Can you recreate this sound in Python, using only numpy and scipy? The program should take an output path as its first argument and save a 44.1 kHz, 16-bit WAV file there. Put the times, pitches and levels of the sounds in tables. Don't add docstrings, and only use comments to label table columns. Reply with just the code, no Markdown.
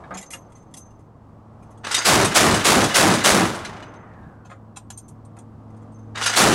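import sys
import numpy as np
from scipy import signal
from scipy.fft import rfft, irfft, next_fast_len
from scipy.io import wavfile
from scipy.ndimage import uniform_filter1d, map_coordinates

SR = 44100
rng = np.random.default_rng(int(sys.argv[2]) if len(sys.argv) > 2 else 0)


def transcribe(u):
    v = np.clip(np.atleast_2d(u).T, -1, 1)
    q = np.round(v * 32767).astype(np.int16)
    wavfile.write(sys.argv[1], SR, q)


N = 288414

# trigger pull t/s, trigger release t/s, feed rattle level/dB
BURSTS = [(1.834, 3.359, -28), (6.145, 6.8, -25.5)]
# f/Hz, level/dB, t60/s
RECEIVER = [(1410, -6.5, 0.11), (1710, -5, 0.15), (2017, -2.5, .14), (2930, 0.5, 0.087), (3413, -3.5, .12),
            (3720, -2, .14), (4033, -1.5, 0.068), (4820, -4, 0.16), (5420, -5.5, .12), (6040, -2.5, .18),
            (6274, -7.5, .15), (6900, -7.5, .2), (8200, -2.5, 0.1), (8730, -13, .18), (9100, -12, .12),
            (9940, -12, .15), (10800, -12, .08)]


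def amp(db):
    return 10 ** (np.asarray(db) / 20)


def unit(x):
    return x / np.sqrt(np.mean(x ** 2) + 1e-20)


def along(points, hz):
    f, value = np.transpose(points)
    return np.interp(np.log(hz + 1), np.log(f), value)


def wobble(rate, size=N):
    knots = rng.standard_normal(int(size * rate / SR) + 4)
    return map_coordinates(knots, [np.arange(size) * rate / SR])


def filtered(x, response):
    size = next_fast_len(len(x) + SR // 4)
    return irfft(rfft(x, size) * response(np.fft.rfftfreq(size, 1 / SR)), size)[:len(x)]


def noise(spectrum, size=N):
    return unit(filtered(rng.standard_normal(size), lambda hz: amp(along(spectrum, hz))))


def envelope(t, peak_db, attack_s, sag_db_per_s, hold_s, release_db_per_s):
    fall_db = sag_db_per_s * np.maximum(t - attack_s, 0) + release_db_per_s * np.maximum(t - hold_s, 0)
    return np.clip(t / attack_s, 0, 1) * amp(peak_db - fall_db)


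def add(track, s, sound):
    part = track[max(round(s * SR), 0):][:len(sound)]
    part += sound[:len(part)]


def rounds(delay_s=0.21, period_s=0.2975):
    return np.concatenate([np.arange(pull + delay_s, release, period_s) for pull, release, _ in BURSTS])


def blows(hits, modes, scrape_db, scrape_t60, scatter_db, split_hz, bite):
    out, t = np.zeros(N), np.arange(SR // 4) / SR
    hz, mode_db, t60 = np.transpose(modes)[:, :, None]
    for s, db, contact_s, tilt in hits:
        level = mode_db + tilt * np.log2(hz / hz.mean())
        strength = amp(level + scatter_db * rng.standard_normal(hz.shape))
        beat = np.cos(2 * np.pi * split_hz * rng.uniform(0.918, 1, hz.shape) * t)
        partials = np.sin(2 * np.pi * (hz * t + rng.random(hz.shape)))
        ring = np.sum(strength * beat * amp(-60 * t / t60) * partials, 0) / np.linalg.norm(strength)
        colour = [(hz.min() / 4, -50), *np.c_[hz, level - level.max()], (hz.max() * 2, -60)]
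        scrape = amp(scrape_db - 60 * t / scrape_t60) * noise(colour, len(t))
        body = (1 - np.exp(-t / 0.00039)) * ring + scrape
        slips = rng.standard_normal(len(t)) * (rng.random(len(t)) < 1400 / SR)
        contact = slips * np.sqrt(t / contact_s) * np.exp(-t / contact_s)
        contact[0] = bite
        hit = signal.fftconvolve(contact, body)[:len(t)]
        peak_rms = np.sqrt(uniform_filter1d(hit ** 2, size=300).max())
        add(out, s, amp(db) * hit / peak_rms)
    return filtered(out, lambda f: 0.25 + 0.75 / (1 + (f / 11800) ** 30))


def boat():
    # f/Hz, level/dB
    hum_partials = [(107.7, -0.5), (220.7, -7.5), (263.8, -13.5), (312.2, -16), (468.3, -19)]
    rumble_spectrum = [(20, -4), (45, -5), (80, 2.5), (110, -6.5), (140, 1), (190, -3), (280, -6.5),
                       (400, -14.5), (900, -57)]
    wash_spectrum = [(150, -14), (350, -3.5), (700, -1), (1150, -4.5), (1550, -17), (2300, -27),
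                     (4000, -34), (8000, -37.5), (11000, -46.5), (12500, -64), (15000, -72)]
    # t/s, relative level/dB
    hum_rides = [
        [(0.25, -71), (0.356, -51.5), (0.926, -54.5), (1.8, -48.5)],
        [(4.3, -54), (4.34, -49.5), (5.288, -47.5), (6.12, -42)],
    ]
    wash_rides = [
        [(0.0, -44.5), (0.54, -53.5), (1.178, -56), (1.8, -51)],
        [(4.3, -53), (4.512, -56), (5.15, -55), (6.12, -50.5)],
    ]
    t = np.arange(N) / SR
    hum_db = np.interp(t, *np.vstack(hum_rides).T) + 4.5
    wash_db = np.interp(t, *np.vstack(wash_rides).T) + 0.47
    rumble_db = -48.5 + 5.5 * np.exp(-((t - 4.24) / 0.11) ** 2)
    drifting_t = np.cumsum(1 + 0.0037 * wobble(5)) / SR
    hum = sum(amp(db + 1.5 * wobble(11)) * np.sin(2 * np.pi * hz * drifting_t) for hz, db in hum_partials)
    rumble = amp(rumble_db + 1.1 * wobble(11)) * noise(rumble_spectrum)
    wash = amp(wash_db + 0.73 * wobble(8)) * noise(wash_spectrum)
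    return amp(hum_db) * hum + rumble + wash


def hanging_ring(contact_s=0.0053):
    jogs = [(.26, -49), (.55, -54), (0.826, -61), (3.88, -62), (3.96, -60.5), (4.92, -51.5), (5.943, -60)]
    modes = [(6278, 1.5, 0.37), (6300, -5.5, 0.15)]
    hits = [(s, db, contact_s, 0) for s, db in jogs]
    return blows(hits, modes, scrape_db=-16, scrape_t60=0.031, scatter_db=2.5, split_hz=8, bite=0.5)


def fittings(gap_s=0.07, contact_s=0.006, tilt_db=-3.5):
    clinks = [(.14, -39, 0.0066, -10.5), (.171, -35, 0.0064, -5.5), (.212, -42, 0.0023, 0),
              (.226, -41.5, 0.0044, -5), (.305, -38, .003, 0.5), (.32, -36, 0.009, -3),
              (.335, -32.5, 0.004, -3), (.521, -57.5, 0.0021, -5.5), (.553, -60, 0.011, -4),
              (.739, -40.5, .0022, -1), (.767, -40.5, .007, 5)]
    spells = [(0.404, 1.0, -68.5), (1.612, 1.8, -60), (5.677, 5.96, -66)]
    modes = [(2031.6, -6, 0.084), (2450, -9.5, 0.071), (2810, -11.5, .07), (3365, -6.5, 0.049),
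             (3850, -15, 0.085), (4280, -12, 0.046), (5120, -12, 0.075), (6150, -1, 0.087),
             (6234, -5.5, 0.37), (6620, 0.5, .12), (7260, -2, .12), (7800, -12, .09), (8380, 3.5, 0.138),
             (8860, -11.5, .09), (9400, -5.5, 0.091), (11100, -2.5, 0.072), (10960, -8, 0.067),
             (11330, -9.5, .14), (12360, -17.5, .08)]
    hits = list(clinks)
    for start, end, db in spells:
        for s in np.arange(start, end, gap_s):
            hits.append((s + rng.uniform(0, gap_s / 2), db + rng.uniform(-0.5, 0.5), contact_s, tilt_db))
    return blows(hits, modes, scrape_db=-7, scrape_t60=0.099, scatter_db=7, split_hz=12, bite=0.55)


def cradle():
    knocks = [(.038, -44, .005, 5), (.108, -30.5, 0.0037, -2.5), (.12, -34.5, .008, -2),
              (.14, -35, 0.0132, -3.5), (.333, -40.5, .007, 2), (4.497, -46, .003, 3.5),
              (4.514, -39, .0043, 1.5), (5.367, -44, 0.0025, -2.5)]
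    modes = [(192.4, -7.5, 0.25), (339, -9.5, 0.3), (541, -7.5, 0.4), (705, -3.5, 0.11), (932, -5.5, 0.05),
             (1090, -4, 0.063), (1248, -3, 0.11), (1677, -7.5, 0.078), (2076, -11, 0.075),
             (2516, -16.5, 0.06), (2880, -28, 0.06), (3700, -26, 0.092)]
    return blows(knocks, modes, scrape_db=-5.5, scrape_t60=0.13, scatter_db=2, split_hz=2.5, bite=0.9)


def latch():
    clacks = [(4.448, -49.5, 0.0134, -7.5), (4.495, -48.5, 0.015, -7.5), (4.76, -43, 0.0041, -3.5),
              (4.769, -35, 0.0027, -3), (4.902, -35.5, 0.0024, -1.5), (4.974, -36.5, 0.0061, 6),
              (5.081, -49, 0.0046, 6.5), (5.249, -57.5, .002, 2), (5.365, -58, .003, 0),
              (5.385, -48.5, 0.0067, 2), (5.743, -57.5, .004, -11)]
    modes = [(804, -3.5, 0.039), (1008, -6.5, 0.16), (1410, -5, 0.052), (1690, -11, .05),
             (2320, -7.5, 0.025), (2621, -3.5, 0.037), (3320, -2.5, 0.039), (3830, -7, 0.033),
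             (3920, -4, 0.037), (4320, -3.5, 0.032), (5160, -6, .06), (6040, 1.5, 0.032), (6300, 0, 0.046),
             (6720, -1, 0.069), (7190, 3, .06), (7670, -5, 0.055), (8560, 3, 0.054), (8330, -1.5, 0.15),
             (8580, -2, 0.11), (9630, -10.5, 0.092), (10700, -3, 0.061), (11050, -1, 0.042)]
    return blows(clacks, modes, scrape_db=-14, scrape_t60=0.11, scatter_db=3, split_hz=5.5, bite=0.207)


def belt_links():
    pings = [(1.965, -33.5, .005, -7.5), (1.98, -23, .005, -0.5), (2.555, -33, .007, -6),
             (6.283, -28, .008, 11)]
    modes = [(4843, 1.5, 0.23), (6160, -8, .15), (6400, -5, .25), (7050, -5, .14), (8500, -10, .14)]
    return blows(pings, modes, scrape_db=-16.5, scrape_t60=0.03, scatter_db=0.5, split_hz=8.1, bite=0.4)


def coasting_motor(start_hz=2720, sink_hz_per_s=1180, blur_hz=257):
    t = np.arange(N) / SR - BURSTS[0][1]
    phase = 2 * np.pi * np.cumsum(np.maximum(start_hz - sink_hz_per_s * t, 0)) / SR
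    whine = unit(wobble(blur_hz) * np.sin(phase) + wobble(blur_hz) * np.cos(phase))
    return whine * envelope(t, -58.5, attack_s=0.92, sag_db_per_s=6.5, hold_s=0.92, release_db_per_s=45)


def feed_chain(spin_up_s=0.026, run_down_s=0.74, jolts_per_s=69, jolt_decay_s=0.0047, dull_hz=3801):
    spectrum = [(120, -41.5), (200, -10.5), (479, -5.5), (1430, 3), (2470, -5), (2960, -4.5), (3240, -7),
                (6130, -8), (7480, -10.5), (10800, -19.5), (12200, -33.5), (14400, -26), (15500, -33.5)]
    kicks = (rng.random(N) < jolts_per_s / SR) * rng.uniform(0.51, 1, N)
    jolts = signal.lfilter([1], [1, -np.exp(-1 / (jolt_decay_s * SR))], kicks)
    grind = (1 + amp(5) * jolts) * amp(0.5 * wobble(400)) * noise(spectrum)
    steel = lambda f: 1 + sum(0.58 * amp(db) / (1 + 1j * (f - hz) / 35) for hz, db, _ in RECEIVER)
    bright = unit(filtered(grind, steel))
    dull = unit(filtered(bright, lambda f: 1 / (1 + (f / dull_hz) ** 2)))
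    out, t = np.zeros(N), np.arange(N) / SR
    for pull, release, db in BURSTS:
        spin_up = 1 - np.exp(-np.maximum(t - pull, 0) / spin_up_s)
        run_down = np.clip(1 - (t - release) / run_down_s, 0, 1)
        blend = spin_up ** 5 * run_down ** 1.2
        out += amp(db) * spin_up * run_down ** 2.64 * ((1 - blend) * dull + blend * bright)
    return out


def bolt_and_belt():
    # t/s from ignition, level/dB, contact/s, tilt/(dB per octave)
    cycle = [(-.198, -32, .005, -4), (-.177, -36, .007, 0.5), (-.13, -24, .012, 1), (-.096, -21, .008, 4),
             (-.029, -28, 0.014, -8.5), (.008, -19, .004, 2)]
    clanks = [(1.944, -15.5, 0.00334, 1.5), (3.55, -40, 0.005, 12), (3.648, -33, .0074, -3.5),
              (3.825, -42.5, .007, -5.5), (3.938, -55.5, 0.0074, -3), (4.136, -60, .004, -9),
              (4.231, -65, 0.0086, -8), (6.263, -19, 0.0077, -1)]
    hits = [(s + offset, *blow) for s in rounds() for offset, *blow in cycle] + clanks
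    return blows(hits, RECEIVER, scrape_db=-2, scrape_t60=0.071, scatter_db=4.5, split_hz=17, bite=1.3)


def sea_echo(level_db=-24, build_s=0.088):
    spectrum = [(25, -14), (150, -1.5), (400, -4), (1000, -1), (2000, -9.5), (3800, -6), (6000, -20.5),
                (10000, -22.5), (13000, -46.5)]
    decay = [(100, 3.2), (500, 2.027), (1500, 2.2), (3000, 1.2), (6000, 0.41), (12000, .7)]
    out = np.zeros(N)
    for s in rounds():
        hz, t, bands = signal.stft(noise(spectrum, 2 * SR), SR, nperseg=512)
        fade = amp(-60 * t / along(decay, hz)[:, None]) * (1 - np.exp(-t / build_s))
        add(out, s, amp(level_db) * signal.istft(bands * fade, SR, nperseg=512)[1])
    return out


def shield(blast):
    modes = [(105.6, 11, -5), (191.4, 11, -7.5), (229.8, 10, -7.5), (317.6, 9, -4.5), (343, 12, -6.5),
             (395, 20, -5.5), (450, 7.3, -3), (540.4, 3.7, -1), (614, 20, -0.5), (697, 30, -7.5),
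             (760, 10, -6), (1280, 40, -10)]
    plates = lambda f: sum(amp(db) / (1 + 2j * (f - hz) / width) for hz, width, db in modes)
    return filtered(blast, lambda f: 1 + plates(f))


def cannon_blasts():
    # f/Hz, level/dB
    crack_spectrum = [(200, -30), (700, -2.5), (1500, 1), (2500, 0), (3600, 0.5), (7000, -1), (9000, -3.5),
                      (11200, -6.5), (12200, -16), (15500, -19)]
    roar_spectrum = [(100, -18), (350, -5), (480, -4), (720, -2), (1100, -1.5), (1600, -6), (2400, -11.5),
                     (5000, -27.5), (12000, -54)]
    boom_spectrum = [(20, -19.5), (45, -11.5), (80, -3), (120, 0), (200, 2.5), (350, 0), (480, -10),
                     (900, -24.5), (3000, -61.5)]
    out, size = np.zeros(N), SR // 2
    t = np.arange(size) / SR
    crack_gain = envelope(t, -13, attack_s=0.0256, sag_db_per_s=88, hold_s=0.23, release_db_per_s=61)
    roar_gain = envelope(t, -17.5, attack_s=0.028, sag_db_per_s=15, hold_s=0.19, release_db_per_s=139)
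    boom_gain = envelope(t, -21, attack_s=0.1185, sag_db_per_s=4, hold_s=0.2, release_db_per_s=134.5)
    for s in rounds():
        shocks = wobble(420, size)
        crack = crack_gain * unit(amp(2 * shocks) * noise(crack_spectrum, size))
        roar = roar_gain * unit(amp(1.6 * shocks) * noise(roar_spectrum, size))
        boom = boom_gain * noise(boom_spectrum, size)
        add(out, s, crack + roar + boom)
    return out


def scene():
    gunfire = shield(cannon_blasts() + sea_echo())
    mechanism = feed_chain() + coasting_motor() + bolt_and_belt()
    small_steel = fittings() + latch() + belt_links() + hanging_ring() + cradle()
    return (gunfire + mechanism + small_steel + boat())[None]


def record(dry, ceiling=0.57, hardness=5, low_cut_hz=30, top_hz=15850):
    squashed = dry[0] / (1 + np.abs(dry[0] / ceiling) ** hardness) ** (1 / hardness)
    passband = lambda hz: hz / np.hypot(hz, low_cut_hz) / (1 + (hz / top_hz) ** 200)
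    return filtered(squashed, passband)[None]


dry = scene()
out = record(dry)
transcribe(out)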